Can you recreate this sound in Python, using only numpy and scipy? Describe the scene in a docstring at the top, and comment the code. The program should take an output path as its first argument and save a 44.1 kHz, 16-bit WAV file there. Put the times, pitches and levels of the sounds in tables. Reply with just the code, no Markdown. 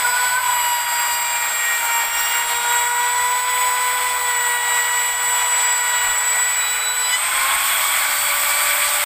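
"""Open carport: a small router trims a board's edge, then leaves the wood and runs up to free speed.
Sines on multiples of the shaft speed make the whines of shaft, cutter flutes, fan and commutator.
Shaped noise that brightens with speed makes the rushing air; one echo off a near hard surface ripples it.
A distant rising call, perhaps a rooster, overlaps the first half second as a stack of partials.
Behind it a faint mains hum, a sine, fades, and a breeze rumbles on the microphone as deep noise."""
import sys
import numpy as np
from scipy import signal
from scipy.fft import rfft, irfft
from scipy.io import wavfile

SR = 44100
rng = np.random.default_rng(int(sys.argv[2]) if len(sys.argv) > 2 else 0)


def ratio(d):
    """dB to gain"""
    e = np.asarray(d, float) / 20
    return 10 ** e


def materialize(psi):
    """Save the field psi as 16-bit PCM at rate SR to the path in sys.argv[1].

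    A 1-D psi becomes a single channel; in a 2-D psi each row is a channel.
    """
    bounded = np.clip(np.atleast_2d(psi).T, -1, 1)
    quanta = np.round(bounded * 32767).astype(np.int16)
    wavfile.write(sys.argv[1], SR, quanta)


N = 399104
T = np.arange(N) / SR  # time in s


def in_time(rows):
    """Columns of a table, joined by straight lines at every sample."""
    s, *columns = np.transpose(rows)
    return [np.interp(T, s, column) for column in columns]


def at_hz(points, hz):
    """A spectrum read on a log-frequency axis."""
    point_hz, point_db = np.transpose(points)
    return np.interp(np.log(hz), np.log(point_hz), point_db)


def drift(rate_hz):
    """Slow chance of spread 1: noise twice through a one-pole low-pass."""
    r = np.exp(-80 * np.pi * rate_hz / SR)  # runs at every 40th sample
    noise = rng.standard_normal(N // 40 + 2002)
    slow = signal.lfilter([1], [1, -2 * r, r * r], noise)[2000:]  # skip the filter's start
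    return np.interp(np.arange(N) / 40, np.arange(len(slow)), slow / slow.std())


def bumps(rows):
    """Sum of bell-shaped lifts in dB, each down to 1/e at its half length."""
    return sum(db * np.exp(-((T - s) / max(half_s, .01)) ** 2) for s, half_s, db in rows)


def settled(time_s):
    """Share 0-1 of the way to idle running since the bit left the board."""
    leave_s = 7.122
    return 1 - np.exp(-np.maximum(T - leave_s, 0) / time_s)


def partial(turns, multiple, level_db):
    """A sine of given rms level on one multiple of a turning phase."""
    return np.sqrt(2) * ratio(level_db) * np.sin(2 * np.pi * (multiple * turns + rng.random()))


def whine(speed, swell_db, wobble=.0004, flutter_db=1.3, wander_db=2.4, jitter_turns=.0042, flicker_db=3.2):
    """Multiples of the shaft speed; chips break unevenly, which blurs the weak high ones."""
    # the three main whines, before the swell: start_s, shaft_db, flutes_db, fan_db
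    main_whines = [(0.0, -45.5, -29, -26.5), (0.5, -54, -21, -25.5), (0.9, -57, -25, -27.5),
                   (1.35, -56, -27, -26.5), (1.7, -53, -46, -27), (1.85, -54, -27.5, -32),
                   (1.95, -53, -26, -28.5), (2.25, -53, -35, -30), (2.5, -44, -28, -30),
                   (3.0, -41.5, -21, -25), (3.7, -40.5, -21, -25), (4.2, -39, -24, -29.5),
                   (4.35, -39, -25, -23), (4.55, -41, -27, -26.5), (5.65, -47, -27.5, -20),
                   (6.05, -47, -28, -24.5), (6.45, -47, -35, -20), (6.85, -47, -42, -23),
                   (7.0, -43, -32.5, -20), (7.25, -58, -35, -30), (7.4, -43, -29.5, -33),
                   (7.65, -61, -31, -32), (7.9, -53, -33, -46), (8.15, -43, -36, -39),
                   (8.45, -37.5, -29.5, -48), (8.85, -38, -32, -39), (9.05, -37, -37, -42)]
    # where those three sit: multiples of the shaft speed
    main_multiples = [1, 2, 16]
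    # overtones of the flutes and the commutator (x24), before surge and swell: multiple, cutting_db, idle_db
    overtones = [(4, -30, -44), (5, -46, -54), (6, -36, -52), (8, -44, -48), (10, -46, -54), (24, -46, -36)]
    # single overtones surge or sink as the tool moves along the board:
    # multiple -> rows of centre_s, half_length_s, lift_db
    surges = {4: [(.2, .5, -7), (1.35, .2, -5), (1.68, .09, 7.5), (1.85, .05, -12), (2.6, .12, -6),
              (4.5, .3, 6), (5.95, .25, 3), (6.45, .1, 5), (6.95, .12, -7), (4.95, .25, 5), (3.3, .3, 2.5),
              (7.9, .12, 13), (8.55, .3, 15)], 5: [(.2, .4, -5), (1.5, .55, 15), (2.0, .25, 7),
              (6.75, .3, 11)], 6: [(.05, .3, -11), (.65, .2, 4), (1.5, .1, -8), (2.3, .15, 4),
              (3.4, .7, -7), (4.2, .1, -7), (4.75, .3, 3), (6.05, .1, 4), (6.33, .13, -10)],
              8: [(1.9, .25, -8), (2.7, .3, 7), (4.65, .17, 7), (5.9, .25, 5), (6.65, .08, 16),
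              (6.88, .12, 17), (7.06, .06, 11), (8.2, .17, 13), (8.57, .14, 12), (8.86, .07, 12)],
              10: [(.1, .45, 8), (1.0, .4, 12), (3.7, .3, 4), (4.35, .25, -4), (5.75, .15, 7), (6.5, .3, 3),
              (7.09, .07, 10)], 7: [(1.95, .3, -5), (2.6, .25, 5), (5.85, .25, 7)], 12: [(2.1, .35, 10),
              (3.0, .15, 7), (6.2, .8, -4)], 3: [(3.0, .4, 2), (4.9, .6, -4)], 9: [(.2, .3, 8)],
              32: [(4.6, .3, 5)], 14: [(3.55, .3, 10), (6.1, .7, 7)], 18: [(.4, .4, 6), (2.0, .3, 4),
              (2.85, .2, 5), (4.6, .4, 9), (5.6, .3, 4)], 28: [(2.3, .3, 5), (3.8, .4, -7), (4.95, .3, 7),
              (6.3, .3, 6)], 24: [(.65, .8, 12), (1.85, .08, 7), (2.75, .25, 4), (3.75, .45, 7),
              (5.3, .15, 4), (7.0, .15, 6), (7.3, .15, -8), (7.7, .1, 5), (9.0, .2, -10)]}
    # weaker multiples while the bit cuts, before bite, surge and swell: multiple, level_db
    cut_orders = [(3, -36), (7, -45), (9, -50), (12, -50), (14, -51), (17, -51), (18, -44), (20, -50),
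                  (22, -48), (26, -48), (28, -44), (30, -42), (31, -42), (32, -37.5)]
    # how hard the bit bites, as a lift of the cutting multiples: start_s, lift_db
    bite = [(0, -1.5), (2.7, 1), (4.3, 1), (4.6, -1.5), (6.6, -2), (7.17, 0.5), (7.25, -13), (7.5, -20),
            (9.05, -25)]
    # multiples on which the flutes catch, relative to the catch level: multiple, relative_db
    catch_orders = [(4, 2.5), (6, -0.5), (8, -10), (10, -12), (12, -14), (14, -7)]
    catch_s, catch_spread_s, catch_db = 7.142, .015, -22.5
    unload_s = .08  # time constant from the cutting to the idle whines

    turns = np.cumsum(speed * (1 + wobble * drift(8.5))) / SR
    (bite_db,) = in_time(bite)
    idle = settled(unload_s)
    out = 0
    for multiple, level_db in zip(main_multiples, in_time(main_whines)):
        out = out + partial(turns, multiple, level_db + swell_db + flutter_db * drift(20.0))
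    for multiple, cut_db, idle_db in overtones:
        level_db = cut_db + (idle_db - cut_db) * idle + bumps(surges[int(multiple)])
        out = out + partial(turns, multiple, level_db + swell_db + flutter_db * drift(20.0))
    for multiple, level_db in cut_orders:
        uneven_db = wander_db * drift(1.4) + flicker_db * drift(38.0)
        uneven_db = uneven_db + bumps(surges.get(int(multiple), []))
        jittered = turns + jitter_turns * drift(70.0)  # a timing error smears high multiples most
        out = out + partial(jittered, multiple, level_db + bite_db + swell_db + uneven_db)
    # the flutes catch once as they leave the board
    catch = np.exp(-.5 * ((T - catch_s) / catch_spread_s) ** 2)
    for multiple, relative_db in catch_orders:
        out = out + catch * partial(turns, multiple, relative_db + catch_db)
    return out


def air_rush(speed, rush_db, patchy_db=1.3):
    """Fan noise through the housing, split in bands that each rise with speed and flicker a little."""
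    # relative air spectrum at the reference speed, before housing and echo: pitch_hz, density_db
    air = [(30, -20), (110, -25.5), (520, -20.5), (800, -3), (1250, 0), (2300, -0.5), (2750, -6.5),
           (4000, -8.5), (6200, -13), (7300, -9.5), (8700, -3), (9700, -15.5), (12500, -7.5), (15500, -8)]
    # housing and air passage resonances: centre_hz, width_hz, lift_db
    housing = [(613.4, 48, 9.5), (910, 110, 1.5), (1473, 88, 4), (1745, 150, -3), (2273, 340, 4.5),
               (3357, 220, 8), (6120, 1000, -5.5), (7960, 1120, 8.5)]
    # a faster fan is louder, most of all in the treble: pitch_hz, gain_db_per_octave_of_speed
    speed_gain = [(300, 10.5), (650, 3), (1500, 13.5), (4000, 22.5), (8000, 21.5), (12500, 41)]
    reference_speed_hz = 575
    echo_s, echo_db = .00597, -15  # a nearby hard surface
    lift_off_hz, lift_off_width_hz = 3360, 420

    hz = np.maximum(np.fft.rfftfreq(N, 1 / SR), 1)
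    colour = ratio(at_hz(air, hz))
    for centre_hz, width_hz, lift_db in housing:
        colour = colour * ratio(lift_db / (1 + (2 * (hz - centre_hz) / width_hz) ** 2))
    colour = colour * abs(1 + ratio(echo_db) * np.exp(-2j * np.pi * hz * echo_s))  # ripples the spectrum
    noise = rfft(rng.standard_normal(N)) * colour / np.sqrt(np.mean(colour ** 2))

    centres = np.geomspace(60, 15000, num=12)
    out = 0
    for centre, share in zip(centres, np.eye(len(centres))):
        band = irfft(noise * np.interp(np.log(hz), np.log(centres), share), N)  # overlapping triangles
        speed_db = at_hz(speed_gain, centre) * np.log2(speed / reference_speed_hz)
        out = out + band * ratio(rush_db + speed_db + patchy_db * drift(13.4))
    # the rush around 3.4 kHz swells after lift-off
    narrow = irfft(noise / (1 + (2 * (hz - lift_off_hz) / lift_off_width_hz) ** 2), N)
    lift_off_db = bumps([(7.8, .35, 4.5)])  # centre_s, half_length_s, lift_db
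    return out + narrow * ratio(rush_db) * (ratio(lift_off_db) - 1)


def distant_call(rough=.002, flutter_db=1.5):
    """A slightly hoarse rising call; its second partial takes over near the end."""
    # course of the call, its level shared by all partials: start_s, pitch_hz, level_db
    call = [(0.01, 481.4, -53), (.05, 483.2, -17), (.08, 484, -26), (.14, 486.7, -22), (.26, 496, -23),
            (.33, 497.2, -25.5), (.38, 507.6, -19.5), (.42, 511.4, -35), (.5, 500, -33), (.58, 512, -49),
            (.65, 510, -68)]
    # balance of the partials: multiple, relative_db
    call_partials = [(1, -26), (2, -2.5), (3, -0.5), (4, -18)]
    # the second partial opens up: start_s, lift_db
    call_opening = [(.38, -1.5), (.45, 12)]
    pitch_hz, level_db = in_time(call)
    (opening_db,) = in_time(call_opening)
    turns = np.cumsum(pitch_hz * (1 + rough * drift(37.0))) / SR
    out = 0
    for multiple, relative_db in call_partials:
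        partial_db = level_db + relative_db + opening_db * (multiple == 2)
        out = out + partial(turns, multiple, partial_db + flutter_db * drift(24.0))
    return out


def hum():
    """A sine near twice a mains frequency, fading and wavering slowly."""
    hum_hz, start_db, fade_db_per_s = 118, -58, 5
    return partial(T * hum_hz, 1, start_db - fade_db_per_s * T + 2.4 * drift(3.0))


def breeze(top_hz=70, lumpy_db=4.0):
    """Moving air on the microphone: lumpy noise in the deep bass, slowly rising."""
    start_db, rise_db_per_s = -60, .5
    low = signal.lfilter(*signal.butter(2, top_hz, fs=SR), rng.standard_normal(N))
    return low / low.std() * ratio(start_db + rise_db_per_s * T + lumpy_db * drift(4.4))


def scene():
    """All sources at one microphone, with the tool's speed and loudness over time."""
    # shaft speed while the load drags it down: start_s, speed_hz (turns per s)
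    loaded_speed = [(0.0, 494.0), (0.15, 494.5), (0.3, 493.0), (0.6, 484.4), (0.9, 478.0), (1.1, 478.2),
                    (1.65, 472.1), (1.95, 466.6), (2.1, 466.8), (2.55, 474.1), (3.0, 484.3), (3.3, 492.7),
                    (3.45, 495.3), (4.05, 496.7), (4.5, 484.3), (4.7, 484.3), (5.05, 487.5), (5.55, 487.3),
                    (6.0, 485.6), (6.15, 486.4), (6.3, 489.1), (6.75, 490.2), (7.12, 495.4)]
    # air rush as feed and distance change, before dips and speed gain: start_s, level_db
    rush = [(0.0, -17.5), (1.2, -18), (1.97, -16.5), (2.75, -16.3), (3.0, -18), (4.1, -19), (5.3, -17.3),
            (6.3, -18), (6.92, -20), (7.18, -17.6), (7.28, -15.7), (8.24, -18), (9.05, -17.8)]
    # the whole tool dips briefly, given for the air rush: centre_s, half_length_s, lift_db
    dips = [(.39, .06, -3.5), (.85, .1, -1.2), (1.25, .08, -1), (1.75, .15, -1.2), (2.09, .05, -3.5),
            (2.46, .04, -2.2), (2.6, .05, -2.2), (2.9, .08, -2.2), (3.13, .05, -1), (3.46, .05, -2.3),
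            (4.39, .04, -1), (4.59, .06, -1.5), (5.16, .07, -3), (5.48, .06, -1.6), (5.79, .1, -1),
            (7.2, .02, -1)]
    top_speed_hz, run_up_s = 586.3, .6  # free of the board, the shaft closes in on its top speed
    fade_out_s, fade_db_per_s = 9.039, 4000

    (loaded,), (rush_db,) = in_time(loaded_speed), in_time(rush)
    speed = loaded + (top_speed_hz - loaded) * settled(run_up_s)
    rush_db = rush_db + bumps(dips) + .3 * drift(6.0)
    swell_db = 1.23 * (rush_db - np.median(rush_db))  # the whines share the swell, a little stronger
    tool = whine(speed, swell_db) + air_rush(speed, rush_db)
    fade = ratio(-fade_db_per_s * np.maximum(T - fade_out_s, 0))
    return (fade * (tool + distant_call() + hum() + breeze()))[None]


def roll_off(x):
    """The treble ends steeply here."""
    return signal.sosfilt(signal.butter(12, 16870, fs=SR, output="sos"), x)


def record(dry):
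    """Peaks are slightly rounded, then the top is cut steeply."""
    cutoff_hz = 15460
    rounded = .8 * np.tanh(dry / 0.78)
    steep = signal.ellip(12, .3, 80, cutoff_hz, fs=SR, output="sos")  # .3 dB ripple, 80 dB down
    mix = signal.sosfilt(steep, rounded)
    return roll_off(mix)


dry = scene()
out = record(dry)
materialize(out)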